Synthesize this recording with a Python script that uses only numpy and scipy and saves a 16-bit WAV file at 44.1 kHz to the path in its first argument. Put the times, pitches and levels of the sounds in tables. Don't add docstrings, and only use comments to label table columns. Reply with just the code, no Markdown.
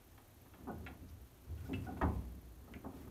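import sys
import numpy as np
from scipy import signal
from scipy.fft import rfft, irfft
from scipy.io import wavfile
from scipy.ndimage import uniform_filter1d

SR = 44100
rng = np.random.default_rng(int(sys.argv[2]) if len(sys.argv) > 2 else 0)


def int16_out(signal):
    q = np.round(np.clip(np.atleast_2d(signal).T, -1, 1) * 32767)
    wavfile.write(sys.argv[1], SR, q.astype(np.int16))


N = 136710
T = np.arange(N) / SR


def gain(db):
    return 10 ** (np.asarray(db) / 20)


def unit(x):
    return x / np.sqrt(np.mean(x ** 2))


def look_up(hz, table, column=1):
    table = np.array(table, float)
    return np.interp(np.log(hz + 1e-9), np.log(table[:, 0]), table[:, column])


def loudness(table):
    return gain(np.interp(T, *np.array(table).T))


def colour(x, table):
    weights = gain(look_up(np.fft.rfftfreq(N, 1 / SR), table))
    return unit(irfft(rfft(x) * weights, N))


def add(out, start, x):
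    i = max(int(start * SR), 0)
    out[i:i + len(x)] += x[:N - i]


def ring(tones, t, shape=lambda hz: 1):
    return np.sqrt(2) * sum((-1) ** k * gain(db - 60 * t / fade) * shape(hz) * np.sin(2 * np.pi * hz * t)
                            for k, (hz, db, fade) in enumerate(tones))


def wash_bands(table, count=20):
    edges = np.geomspace(table[0][0], table[-1][0], count + 1)
    centres = np.sqrt(edges[1:] * edges[:-1])
    weights = gain(look_up(centres, table)) * np.sqrt(np.diff(edges))
    weights /= np.linalg.norm(weights)
    f = np.fft.rfftfreq(N, 1 / SR)
    noise = rfft(rng.standard_normal(N))
    return [(hz, look_up(hz, table, column=2), weight * unit(irfft(noise * ((f >= lo) & (f < hi)), N)))
            for hz, weight, lo, hi in zip(centres, weights, edges, edges[1:])]


def wash(bands, t, shape=lambda hz: 1):
    i = rng.integers(N - len(t))
    return sum(x[i:i + len(t)] * gain(-60 * t / fade) * shape(hz) for hz, fade, x in bands)


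def grainy(depth):
    noise = rng.standard_normal(N)
    wobble = unit(uniform_filter1d(rng.standard_normal(N), size=300))
    return noise * np.exp(depth * np.tanh(wobble))


# f/Hz, level/dB
ROOM_COLOUR = [(15, -52), (25, -2.5), (107, 2), (152, -9.5), (227, -17.5), (297, -11.5), (457, -17.5),
               (666, -14.5), (945, -20.5), (1660, -23.5), (2230, -26.5), (4380, -28), (4750, -32),
               (6380, -28.5), (7700, -32), (13500, -27), (15500, -39.5)]
def room_noise(level_db=-63):
    return gain(level_db) * colour(rng.standard_normal(N), ROOM_COLOUR)


# f/Hz, level/dB
HISS_COLOUR = [(3000, -32), (6500, -13), (7800, -21), (9800, -9), (10800, -14.5), (11800, -6.5),
               (12400, 0.5), (13050, -13), (13750, 1.5), (14300, -8), (15500, -12)]
def hiss(level_db=-75.5, rate_hz=29.95, spread_db=1.8, jitter_s=0.0058, width_s=0.0048):
    flutter = np.zeros(N)
    puff = np.exp(-.5 * (T[:int(6 * width_s * SR)] / width_s - 3) ** 2)
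    for k, (late, size) in enumerate(rng.standard_normal((int(T[-1] * rate_hz) + 1, 2))):
        start = min(k / rate_hz + late * jitter_s, T[-1])
        add(flutter, start, gain(size * spread_db) * puff)
    return gain(level_db) * unit(flutter * colour(rng.standard_normal(N), HISS_COLOUR))


# t/s, level/dB
THREAD_LEVELS = [(0, -66.5), (.5, -67), (.63, -56.5), (.85, -51.5), (1.05, -63), (1.25, -66.5), (1.42, -64),
                 (1.51, -56), (1.62, -61), (1.8, -52.5), (1.95, -49), (2.2, -59), (2.58, -62), (2.72, -53),
                 (2.82, -57), (2.97, -53), (3.1, -54)]
# f/Hz, level/dB
FRICTION_COLOUR = [(35, -21), (70, 11), (140, -4.5), (290, 1.5), (480, -10), (800, -18), (1500, -24.5),
                   (2500, -36.5), (6000, -43)]
# f/Hz, level/dB, fade/s
CASTING_TONES = [(183.5, -5.5, 0.65), (218.6, -10.5, 0.5), (265.36, 0, .42), (296.7, -6.5, 0.44),
                 (382, -7, 0.43), (415, -8, 0.4), (538, -13.5, 0.43), (651, -6.5, 0.25), (708, -8.5, 0.46),
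                 (787, -6.5, 0.25), (840, -8.5, 0.23), (889.4, -4.5, 0.37), (974, -8, 0.41),
                 (1042, -9, 0.5), (1082, -9.5, 0.42), (1142, -9.5, .28), (1251, -2.5, 0.26),
                 (1663, -14.5, 0.13), (1860, -16, 0.13)]
def thread_rubbing(ring_db=-11):
    friction = colour(grainy(depth=0.34), FRICTION_COLOUR)
    metal = unit(signal.fftconvolve(friction, ring(CASTING_TONES, T[:SR]))[:N])
    return loudness(THREAD_LEVELS) * (friction + gain(ring_db) * metal)


# t/s, level/dB
BRUSH_LEVELS = [(0, -74), (1.53, -76), (1.61, -65), (1.85, -65.5), (1.93, -71), (2.18, -66), (2.42, -79.5),
                (2.85, -78), (2.99, -64.5), (3.1, -75)]
# f/Hz, level/dB
BRUSH_COLOUR = [(400, 4), (1400, 0), (2500, -2), (3800, -8.5), (6000, -10.5), (9000, -10), (15000, -10)]
def sleeve_brushing():
    return loudness(BRUSH_LEVELS) * colour(grainy(depth=0.33), BRUSH_COLOUR)


# t/s, level/dB, pitch multiplier
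BENCH_HITS = [(0.109, -59, 1), (0.698, -49.5, 1.1), (0.743, -50, 1.07), (0.881, -56, 0.95),
              (1.009, -51.5, 1.1), (1.102, -50, 0.99), (1.188, -55.5, 0.81), (1.492, -40, 1.04),
              (1.586, -43, 1.18), (1.732, -39.5, 1.23), (1.793, -46, 1.15), (1.919, -52, 1.15),
              (2.023, -29.5, 1), (2.12, -36.5, 0.95), (2.86, -50.5, 1)]
# f/Hz, level/dB, fade/s
BENCH_TONES = [(59.34, -14.5, 1.9), (65.8, -14, 1.1), (75.3, 1.5, 0.4), (101.2, -6.5, 0.55),
               (116.1, -9, .3)]
def bench_thumps(rise_s=0.014):
    out = np.zeros(N)
    swell = 1 - np.exp(-T / rise_s)
    for start, db, pitch in BENCH_HITS:
        boom = sum(gain(tone_db - 60 * T / fade) * np.sin(2 * np.pi * hz * pitch * T)
                   for hz, tone_db, fade in BENCH_TONES)
        add(out, start, gain(db) * np.sqrt(2) * boom * swell)
    return out


# t/s, level/dB, dull above f/Hz, bass boost/dB, rise/s, hand damping/(dB/s)
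SPINDLE_HITS = [(.178, -63, 2600, -25, 0.00043, 108), (.457, -66, 2100, 7, 0.0007, 103),
                (.538, -62, 1820, 0, 0.00077, 60), (0.586, -66, 700, -7, 0.0047, 34),
                (.656, -59, 350, 10, 0.0026, 65), (0.671, -50.5, 1260, 5.5, 0.00048, 47),
                (0.684, -43, 830, 7.5, 0.00072, 106), (1.02, -64.5, 497, 13, 0.0018, 56),
                (1.639, -67, 900, 16, 0.003, 30), (1.688, -49.5, 750, 7, 0.0019, 26),
                (1.706, -50.5, 484, 15.5, 0.0016, 37), (1.886, -56.5, 800, 13.5, .004, 22),
                (1.965, -56.5, 1170, 9, 0.0048, 11), (2.0125, -34, 1830, -4, 0.0007, 44),
                (2.029, -41, 1080, 10, 0.00085, 1), (2.677, -59.5, 1244, 3, 0.00027, 145),
                (2.755, -64, 800, 15, .003, 45), (2.842, -50.5, 1260, 5.5, 0.0018, 49),
                (2.857, -47.5, 810, 3, 0.0006, 104), (2.925, -54.5, 790, 2.5, .003, 30),
                (3.0745, -55, 1280, -5, 0.00027, 900)]
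# f/Hz, level/dB, fade/s
CASTING_NOISE = [(111.5, -12, 1), (183, 5.5, 1), (299, 3, .45), (480, -2.5, 0.64), (920, 0.5, 0.53),
                 (1320, -3, 0.32), (1740, 0, .2), (2380, -15, 0.42), (4980, -11, 0.26)]
def spindle_knocks(tones_db=-6.5, wash_db=-0.5, bass_hz=510, lag_cycles=0.33, impact_s=0.0074):
    out, t, bands = np.zeros(N), T[:SR * 3 // 4], wash_bands(CASTING_NOISE)
    impact = 1 + gain(-10) * np.exp(-t / impact_s)
    for start, db, dull_hz, bass_db, rise_s, damping in SPINDLE_HITS:
        def shape(hz):
            bass = 1 / (1 + (hz / bass_hz) ** 4)
            dulling = 1 / np.sqrt(1 + (hz / dull_hz) ** 7)
            swell = 1 - np.exp(-t / (rise_s + bass * lag_cycles / hz))
            return gain(bass_db * bass) * dulling * swell
        metal = gain(tones_db) * ring(CASTING_TONES, t, shape) + gain(wash_db) * wash(bands, t, shape)
        add(out, start, gain(db - damping * t) * impact * metal)
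    return out


# t/s, level/dB, favoured f/Hz, spread/octaves, ring level/dB
JAW_HITS = [(.179, -60.5, 2270, 1.34, -18), (.5365, -60, 2240, 0.77, -9.5),
            (.8638, -44.5, 2100, 0.64, -6.5), (0.8716, -47, 2120, 0.58, -8), (1.574, -64, 2980, 0.2, -2.5),
            (1.7316, -50, 2460, 0.88, -3), (1.7388, -49.5, 2820, 0.095, 12.5),
            (1.9735, -61.5, 2460, 0.29, -3.5), (2.017, -47, 2880, 0.77, -11),
            (2.738, -45.5, 2060, 0.37, -9), (2.7601, -61.5, 2370, 0.052, 8)]
# f/Hz, level/dB, fade/s
JAW_TONES = [(1390, 1, 0.08), (1706, -1, 0.075), (1953, -1.5, 0.049), (2110, -4.5, 0.16),
             (2173, -7.5, 0.04), (2270, -8.5, 0.11), (2390, -8.5, 0.1), (2662, -2, 0.083), (2900, -13, .08),
             (3256, -3, 0.095), (3480, -26, 0.093)]
# f/Hz, level/dB, fade/s
JAW_NOISE = [(285, -4, 0.48), (694, 18, 0.15), (1120, 0.5, 0.3), (1930, 3.5, 0.048), (3400, -2, 0.11),
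             (4500, -16.5, 0.17), (7860, -9, 0.052)]
def jaw_clicks(crack_db=-1, crack_s=0.0044):
    out, t, bands = np.zeros(N), T[:SR // 2], wash_bands(JAW_NOISE)
    crack = 1 + gain(crack_db) * np.exp(-t / crack_s)
    for start, db, peak_hz, spread, ring_db in JAW_HITS:
        def shape(hz):
            return 1 / np.hypot(1, (np.log2(hz / peak_hz) / spread) ** 2)
        tones = gain(ring_db) * ring(JAW_TONES, t, shape) / np.sqrt(2)
        add(out, start, gain(db) * (crack * wash(bands, t, shape) + tones))
    return out


# t/s, level/dB, tilt toward high tones/(dB/octave)
LEVER_HITS = [(.694, -49.5, 0), (.879, -57, -12.5), (1.582, -71, 12), (1.655, -62.5, 12),
              (1.866, -49.5, 2.5), (1.886, -51, -18), (1.964, -61, 3)]
# f/Hz, level/dB, fade/s
LEVER_TONES = [(729, -2, 0.12), (784, -2, 0.078), (1453, -5.5, 0.14), (1498, -10.5, 0.091)]
# f/Hz, level/dB, fade/s
LEVER_NOISE = [(270, 2, 0.27), (520, 0, .2), (786, -1, 0.18), (1100, 4, .15), (1470, 5, 0.089),
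               (1750, -12, 0.11), (2850, -17, .08)]
def lever_clinks(wash_db=-8, rise_s=0.0011, pivot_hz=1020):
    out, t, bands = np.zeros(N), T[:SR // 2], wash_bands(LEVER_NOISE)
    swell = 1 - np.exp(-t / rise_s)
    for start, db, tilt in LEVER_HITS:
        tones = ring(LEVER_TONES, t, lambda hz: gain(tilt * np.log2(hz / pivot_hz)))
        add(out, start, gain(db) * (tones + gain(wash_db) * wash(bands, t)) * swell)
    return out


# middle t/s, level/dB, half length/s
SWISHES = [(1.095, -67, 0.011), (1.663, -71, .02), (1.85, -72.5, .022), (2.96, -86, 0.027)]
# f/Hz, level/dB
SWISH_COLOUR = [(1500, 0), (3000, -1), (5500, 2), (7500, -11), (10000, -8), (15000, -16)]
def sleeve_swishes():
    swell = sum(gain(db) * np.exp(-((T - middle) / half_s) ** 2) for middle, db, half_s in SWISHES)
    return swell * colour(grainy(depth=0.33), SWISH_COLOUR)


def wall_echo(x, echo_db=-9, fade_s=0.28, rise_s=0.0078):
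    t = T[:SR // 2]
    tail = rng.standard_normal(len(t)) * gain(-60 * t / fade_s) * (1 - np.exp(-t / rise_s))
    return x + gain(echo_db) * signal.fftconvolve(x, tail / np.linalg.norm(tail))[:N]


def scene():
    hits = bench_thumps() + spindle_knocks() + wall_echo(jaw_clicks() + lever_clinks())
    rubbing = thread_rubbing() + sleeve_brushing() + sleeve_swishes()
    return (hits + rubbing + room_noise() + hiss())[None]


def record(dry):
    top_hz = 15550
    return signal.sosfilt(signal.ellip(10, .2, 70, top_hz, fs=SR, output="sos"), dry)


dry = scene()
out = record(dry)
int16_out(out)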